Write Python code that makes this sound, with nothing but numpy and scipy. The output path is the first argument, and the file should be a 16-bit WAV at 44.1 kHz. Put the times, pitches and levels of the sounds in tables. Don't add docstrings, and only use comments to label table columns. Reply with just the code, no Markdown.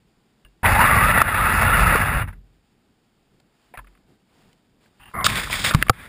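import sys
import numpy as np
from scipy import signal
from scipy.fft import rfft, irfft
from scipy.io import wavfile
from scipy.ndimage import uniform_filter1d

SR = 44100
rng = np.random.default_rng(int(sys.argv[2]) if len(sys.argv) > 2 else 0)


def persist_wave(psi):
    counts = np.round(np.clip(psi, -1, 1) * 32767).astype(np.int16)
    wavfile.write(sys.argv[1], SR, np.atleast_2d(counts).T)


def nominal_scale(level):
    x = np.asarray(level, float) / 20
    return 10 ** x


N = 268392

# (frequency [Hz], level [dB per Hz])
FLUTTER_COLOUR = [(12, -36), (20, -4), (85, -5), (193, 0), (327, -5), (473, -9.5), (597, -18), (800, -23),
                  (1040, -47), (1760, -120)]
# (frequency [Hz], level [dB per Hz])
HISS_COLOUR = [(350, -42), (600, -6.5), (778, -5), (1130, -10), (1250, -9), (1960, -11.5), (4900, -12.5),
               (6000, -21), (7800, -56.5), (13200, -120)]
# (middle [s], half length [s], lift of flutter [dB], lift of hiss [dB])
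GUSTS = [
    (3.601, 0.11, -3.5, 3),
    (3.802, 0.22, 2.5, 2.5),
    (4.12, 0.056, 6, 2.5),
    (4.42, .14, 6, 8),
    (4.847, 0.05, 1, 7.5),
    (5.602, 0.72, -3, 17),
]
FLUTTER_DB, HISS_DB = -64, -69.5

# (time [s], peak [dB], frequency [Hz], time to fall 60 dB [s])
SWINGS = [(0.449, -46.5, 46.3, 0.38), (0.452, -55.5, 129, .2), (.449, -42.5, 2860, 0.025),
          (.45, -55, 624, .04), (0.459, -55, 2780, 0.1), (0.463, -62, 1690, .08), (.65, -11.5, 1940, .1),
          (1.952, -10.5, 451.5, 0.037), (2.154, -17.5, 45, 0.57), (3.777, -38.5, 45, 0.57),
          (3.778, -41, 118, 0.15), (5.0, -56, 45, .5), (5.264, -20.5, 255, 0.021),
          (5.7478, 2.5, 136.3, 0.034), (5.754, -17.5, 150, 0.15), (5.828, -24, 111, 0.045),
          (5.898, -4.5, 113, 0.046), (5.896, -4, 1199, 0.022), (5.897, -8.5, 503, .03),
          (5.897, -6.5, 780, .025), (5.9, -36.5, 1300, 0.14)]

# (frequency [Hz], width [Hz], level [dB])
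CASE_MODES = [(640, 160, -5), (1070, 89, 1.5), (1340, 96, -2), (1764, 190, 3.5), (2050, 540, -4),
              (2780, 130, -11.5)]
# (time [s], peak [dB], ring [Hz], crack [dB])
JOLTS = [
    (0.449, -45.5, 1620, -60),
    (0.642, -7, 970, -30),
    (0.656, -8.5, 1900, -36),
    (1.955, -6, 1228, -27),
]
# (time [s], peak [dB], ring [Hz], crack [dB])
TICKS = [
    (2.281, -47, 1416, -41),
    (2.301, -44, 1398, -55),
    (2.326, -44, 1350, -58),
    (3.399, -54.5, 740, -45),
    (3.814, -52.5, 818, -75.5),
    (3.844, -45, 1120, -72),
    (3.951, -49, 1650, -71),
    (3.974, -52, 1610, -70.5),
    (4.529, -54, 2200, -43),
    (4.858, -49, 1664, -64),
]
# (time [s], peak [dB], ring [Hz], crack [dB])
TWITCH = [
    (3.737, -31, 736, -67),
    (3.75, -36.5, 1880, -59),
    (3.772, -25.5, 1350, -42.5),
    (3.787, -29, 1020, -64),
    (3.869, -41, 1710, -80),
]
# (time [s], peak [dB], ring [Hz], crack [dB])
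KNOCKS = [(5.055, -41, 2750, -58), (5.113, -39, 1100, -60), (5.209, -18, 1290, -48), (5.243, -11, 1140, -2),
          (5.264, -3, 1260, 2), (5.3, -19, 2360, -18), (5.318, -21, 1840, -23), (5.356, -16.5, 1800, -11),
          (5.471, -21, 1160, -38), (5.499, -21, 890, -34), (5.528, -9, 2220, -34),
          (5.539, -11.5, 1920, -32), (5.661, -9, 2300, -24), (5.709, -9, 1250, -36),
          (5.737, -13, 1370, -16), (5.746, -4.5, 1100, -8), (5.866, -20, 1190, -50),
          (5.883, -15, 1730, -44), (5.895, 5, 1200, 0), (5.936, -46, 1270, -46)]
# (time [s], peak [dB], ring [Hz], crack [dB])
SNAPS = [
    (1.216, 1, 1352, -31),
    (5.825, 0.5, 1740, -12.5),
]
JOLT_T60_S, TICK_T60_S, TWITCH_T60_S, KNOCK_T60_S, SNAP_T60_S = 0.057, 0.02, 0.05, 0.016, 0.007
BLOW_RISE_S, TWITCH_RISE_S = 0.001, 0.002

SPIN_S, SPIN_FOR_S, SPIN_UP_S = 5.135, 0.22, 0.052
SPIN_FROM_HZ, SPIN_TOP_HZ, SPIN_DB = 270, 1084, -38.5
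BUZZ_HZ, BUZZ_DB = 1060, -39

# (frequency [Hz], level [dB per Hz])
TOUCH_COLOUR = [(210, -47), (350, -16), (568, -22), (810, -4), (1210, -5), (1400, -9), (1590, -3.5),
                (2350, -11), (2800, 3), (5900, -52), (7670, -71), (13000, -120)]
# (frequency [Hz], level [dB per Hz])
GRASP_COLOUR = [(210, -51), (350, -24), (589, -20), (687, -3), (933, -20), (1050, 3.5), (1630, -16.5),
                (2090, -5), (2430, -32), (5900, -47.5), (7670, -86), (13000, -120)]
# (frequency [Hz], level [dB per Hz])
DRAG_COLOUR = [(210, -30), (350, -8.5), (782, -5.5), (1050, -1.5), (1280, -0.5), (1790, 2.5), (2400, 0),
               (2900, -9), (3550, -2), (4190, -11), (5000, -11), (5900, -19), (7670, -54), (13000, -120)]
TOUCH_END_S, GRASP_END_S = 5.135, 5.243
# (time [s], length [s], rub [dB], dry edge [dB], sway [dB])
GRIPS = [(4.995, 0.042, -46.5, -65, -59), (5.053, 0.045, -48, -71, -52), (5.137, 0.098, -27.5, -49, -34.5),
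         (5.246, .016, -26.5, -22.5, -28), (5.278, .112, -27, -34.5, -32.5),
         (5.393, .045, -30.5, -36, -39.5), (5.44, 0.064, -37, -42.5, -38),
         (5.505, 0.088, -29, -31.5, -35.5), (5.59, .045, -34, -33.5, -31.5), (5.638, .058, -25, -26, -30.5),
         (5.7, 0.04, -30, -46, -33.5), (5.755, 0.071, -40, -51, -28.5), (5.84, 0.044, -44, -51, -34),
         (5.925, .17, -40, -54.5, -41.5)]
ATTACK_S, RELEASE_S = 0.0052, 0.0088

# (frequency [Hz], level [dB per Hz])
GRIND_COLOUR = [(120, -39), (200, -9), (339, -16.5), (565, -12.5), (680, -8.5), (904, -7.5), (1090, -5.5),
                (1330, -1.5), (1980, -8), (2350, -10.5), (2670, -10), (3070, -25.5), (3540, -28),
                (5060, -35), (6000, -41), (7800, -76.5), (13200, -120)]
# (frequency [Hz], width [Hz], level [dB])
CHASSIS_MODES = [(42.7, 20, -1.5), (93, 37, -1.5), (150, 110, -8.5)]
# (frequency [Hz], width [Hz], level [dB])
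SHELL_MODES = [(568, 120, -10.5), (890, 84, -6), (1450, 51, -8), (1730, 110, 0), (1940, 210, -1),
               (2200, 94, -8.5), (2590, 38, -9.5), (2850, 110, -11), (3519, 740, -17.5), (4410, 1600, -27)]
# (time [s], gear mesh [Hz], load [dB])
RUN = [
    (0.63, 741, -24),
    (0.659, 783, -13),
    (0.736, 816.5, -17),
    (0.8, 890, -13.5),
    (0.87, 1198, -15.5),
    (1.2, 1324, -16.5),
    (1.9, 1350, -15.5),
    (2.222, 1343, -23),
    (2.256, 1360, -45.5),
]
# (time [s], length [s], level [dB])
COAST = [
    (2.25, 0.02, -50),
    (2.272, 0.019, -40.5),
    (2.3, .006, -52),
    (2.326, 0.0046, -45.5),
    (2.35, 0.014, -69),
]
WHINE_DB, SIZZLE_DB, RUMBLE_DB, FULL_LOAD_DB = -22, -35, -21.5, -16
SIZZLE_GROWS, RUMBLE_GROWS = 1.3, 0.28
WHINE_FADE_DB, WHINE_IN_S = -11.5, 0.072
THROTTLE_OFF_S, SLACK_DB = 1.93, -7
SETTLE_DB_PER_S, SETTLED_DB = -140, -66.5
MESH_WANDER, MESH_FLUTTER = 0.012, 0.04

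# (time [s], change [dB], half-way back after [s])
DUCKS = [
    (1.222, -13, 0.05),
    (5.27, 3, 0.025),
    (5.83, -12.5, .02),
    (5.9, -21.5, 0.017),
]
DUCK_IN_S = 0.008
HOLD_UP, HOLD_DOWN, HOLD_STEPS = 40, 147, 4


def unit(x):
    return x / np.sqrt(np.mean(x ** 2))


def colour(x, points):
    hz, db = np.transpose(points)
    f = np.maximum(np.arange(N // 2 + 1) * SR / N, 1)
    gain = nominal_scale(np.interp(np.log(f), np.log(hz), db, left=-90, right=-90))
    return unit(irfft(rfft(x) * gain, N))


def ring(x, hz, width_hz):
    return signal.lfilter(*signal.iirpeak(hz, hz / width_hz, SR), x)


def body(x, modes):
    return unit(sum((-1) ** k * nominal_scale(db) * ring(x, hz, w) for k, (hz, w, db) in enumerate(modes)))


def walk(rate):
    k = int(SR / rate)
    held = np.repeat(rng.standard_normal(N // k + 1), k)
    return unit(uniform_filter1d(uniform_filter1d(held, k), k)[:N])


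def grit(spread_db, burst_db, burst_rate):
    size = np.minimum(rng.exponential(size=N), 4)
    return rng.standard_normal(N) * nominal_scale(spread_db * size + burst_db * walk(burst_rate))


def strand(phase, width_hz):
    return unit(walk(width_hz) * np.sin(phase) + walk(width_hz) * np.cos(phase) + 0.23 * np.sin(phase))


def split(x):
    edge = signal.sosfiltfilt(signal.butter(4, 3000, "highpass", fs=SR, output="sos"), x)
    return x - edge, edge / uniform_filter1d(edge ** 2, size=6000) ** 0.5


def bursts(rows):
    t = np.arange(N) / SR
    return sum(np.clip((t - s) / ATTACK_S, 0, 1) * np.exp(-np.maximum(t - s - length, 0) / RELEASE_S)
               * nominal_scale(np.array(db))[:, None] for s, length, *db in rows)


def air():
    t = np.arange(N) / SR
    flutter_lift, hiss_lift = sum(np.clip(1 - ((t - s) / half) ** 2, 0, 1) * np.array(db)[:, None]
                                  for s, half, *db in GUSTS)
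    flutter = colour(grit(spread_db=0.5, burst_db=1.2, burst_rate=25), FLUTTER_COLOUR)
    hiss = colour(grit(spread_db=0.5, burst_db=0.6, burst_rate=30), HISS_COLOUR)
    return nominal_scale(FLUTTER_DB + flutter_lift) * flutter + nominal_scale(HISS_DB + hiss_lift) * hiss


def thuds():
    out, t = np.zeros(N + SR), np.arange(SR // 2) / SR
    for s, db, hz, t60 in SWINGS:
        i = int(s * SR)
        out[i:i + len(t)] -= nominal_scale(db) * np.sin(2 * np.pi * hz * t) * np.exp(-np.log(1000) * t / t60)
    return out[:N]


def knocks():
    out, t = np.zeros(N + SR), np.arange(SR // 2) / SR
    soft = signal.butter(4, 3300, fs=SR, output="sos")
    kinds = [(JOLTS, JOLT_T60_S, BLOW_RISE_S), (TICKS, TICK_T60_S, BLOW_RISE_S),
             (TWITCH, TWITCH_T60_S, TWITCH_RISE_S), (KNOCKS, KNOCK_T60_S, BLOW_RISE_S),
             (SNAPS, SNAP_T60_S, BLOW_RISE_S)]
    for table, t60, rise in kinds:
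        fade = np.exp(-np.log(1000) * t / t60) + 0.016 * np.exp(-t / 0.012)
        for s, db, hz, crack_db in table:
            rattle = rng.standard_normal(len(t)) * np.minimum(t / rise, 1) * fade
            tone = unit(ring(rattle, hz, 0.17 * hz)) + 0.54 * body(rattle, CASE_MODES)
            tone = signal.sosfilt(soft, tone)
            crack = ring(ring(rattle, 4300, 2600), 3400, 4000)
            i = int(s * SR)
            out[i:i + len(t)] += nominal_scale(db - 0.5) * tone / np.abs(tone).max()
            out[i:i + len(t)] += nominal_scale(crack_db - 3.5) * crack / np.abs(crack).max()
    return out[:N]


def spin():
    t = np.maximum(np.arange(N) / SR - SPIN_S, 0)
    hz = SPIN_TOP_HZ - (SPIN_TOP_HZ - SPIN_FROM_HZ) * np.exp(-t / SPIN_UP_S)
    mesh = strand(2 * np.pi * np.cumsum(hz) / SR, 110)
    buzz = strand(2 * np.pi * BUZZ_HZ * t, 120) + nominal_scale(-1.5) * strand(4 * np.pi * BUZZ_HZ * t, 120)
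    mesh_gain, buzz_gain = bursts([(SPIN_S, SPIN_FOR_S, SPIN_DB, BUZZ_DB)])
    return mesh_gain * mesh + buzz_gain * buzz


def hand():
    t = np.arange(N) / SR
    rub_gain, edge_gain, sway_gain = bursts(GRIPS)
    slips = grit(spread_db=2.0, burst_db=1.8, burst_rate=90)
    touch, grasp, drag = [colour(slips, c) for c in (TOUCH_COLOUR, GRASP_COLOUR, DRAG_COLOUR)]
    rub = np.select([t < TOUCH_END_S, t < GRASP_END_S], [touch, grasp], drag)
    rub, edge = split(rub)
    pull = grit(spread_db=1.0, burst_db=1.2, burst_rate=18)
    sway = body(pull, [(45, 14.7, -1.5), (101.0, 65, -5.5), (211.4, 111, -9.0)])
    sway = unit(signal.lfilter(*signal.butter(2, 450, fs=SR), sway))
    return rub_gain * rub + nominal_scale(2.0) * edge_gain * edge + nominal_scale(0.5) * sway_gain * sway


def drive():
    t = np.arange(N) / SR
    s, hz, load_db = np.transpose(RUN)
    hz = np.interp(t, s, hz) * (1 + MESH_WANDER * walk(8.7) + MESH_FLUTTER * walk(70))
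    load_db = np.interp(t, s, load_db)
    extra_db = load_db - FULL_LOAD_DB
    started = np.clip((t - s[0]) / 0.0026, 0, 1)
    on = started * (t <= s[-1])
    since_start, since_stop = np.maximum(t - s[0], 0), np.maximum(t - s[-1], 0)

    phase = 2 * np.pi * np.cumsum(uniform_filter1d(hz, size=600)) / SR
    whine = strand(phase, 170) + nominal_scale(-13) * strand(2 * phase, 300)
    whine_db = WHINE_DB + extra_db + 1.8 * walk(35)
    whine_db += WHINE_FADE_DB * np.exp(-since_start / WHINE_IN_S)
    whine_db += SLACK_DB * np.clip((t - THROTTLE_OFF_S) / 0.04, 0, 1)

    turn = 1 + 0.16 * np.sin(phase / 12)
    teeth = turn * grit(spread_db=2.0, burst_db=1.3, burst_rate=110)
    panels = np.zeros(N)
    for f, width, db in SHELL_MODES:
        swell_db = 4.2 * np.clip(walk(28), -3, 1.8)
        panels += nominal_scale(db + swell_db) * ring(ring(teeth, f, width), f, 3 * width)
    grind, sizzle = split(colour(teeth, GRIND_COLOUR) + nominal_scale(-10.5) * unit(panels))

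    rumble = body(grit(spread_db=-0.5, burst_db=-1.0, burst_rate=15), CHASSIS_MODES)
    rumble = unit(signal.sosfilt(signal.butter(2, [32, 210], "bandpass", fs=SR, output="sos"), rumble))
    rocking = nominal_scale(RUMBLE_DB + RUMBLE_GROWS * extra_db + SETTLE_DB_PER_S * since_stop)
    rocking += nominal_scale(SETTLED_DB) * np.exp(-since_stop / 0.52)

    gears = nominal_scale(whine_db) * whine + nominal_scale(load_db - 2.0) * grind
    gears += nominal_scale(SIZZLE_DB + SIZZLE_GROWS * extra_db) * sizzle
    coasting = bursts(COAST)[0] * (grind + nominal_scale(-22) * sizzle)
    return on * gears + coasting + started * rocking * rumble


def ducking():
    t = np.arange(N) / SR
    return nominal_scale(sum(db * np.clip((t - s) / DUCK_IN_S, 0, 1) / (1 + np.maximum(t - s, 0) / back)
                   for s, db, back in DUCKS))


def scene():
    return (ducking() * (air() + knocks() + spin() + hand() + drive()) + thuds())[None]


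def starve(x, mask_db):
    f, _, z = signal.stft(x, SR, nperseg=1024)
    power = uniform_filter1d(np.abs(z) ** 2, size=5, axis=0)
    middle = power[(f > 800) & (f < 2500)].mean(axis=0)
    weak = (power < middle * nominal_scale(2 * mask_db)) & (f[:, None] > 3000)
    return signal.istft(z * ~weak, SR, nperseg=1024)[1][:N]


def top_cut(x):
    return signal.sosfilt(signal.butter(12, 16470, fs=SR, output="sos"), x)


def record(dry):
    port = dry[0] - 0.6 * ring(dry[0], 4150, 310)
    port = signal.sosfilt(signal.ellip(6, 0.2, 60, 5650, fs=SR, output="sos"), port)
    slow = signal.resample_poly(port, HOLD_UP, HOLD_DOWN, window=("kaiser", 8))
    steps = np.repeat(np.clip(slow, -0.95, 0.95), HOLD_STEPS)
    x = signal.resample_poly(steps, HOLD_DOWN, HOLD_UP * HOLD_STEPS)[:N]
    x = np.pad(x, (0, N - len(x)))
    x = signal.sosfilt(signal.ellip(10, 0.2, 80, 15350, fs=SR, output="sos"), x)
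    mix = np.clip(starve(x, mask_db=-41), -0.96, 0.96)
    return top_cut(mix[None])


dry = scene()
out = record(dry)
persist_wave(out)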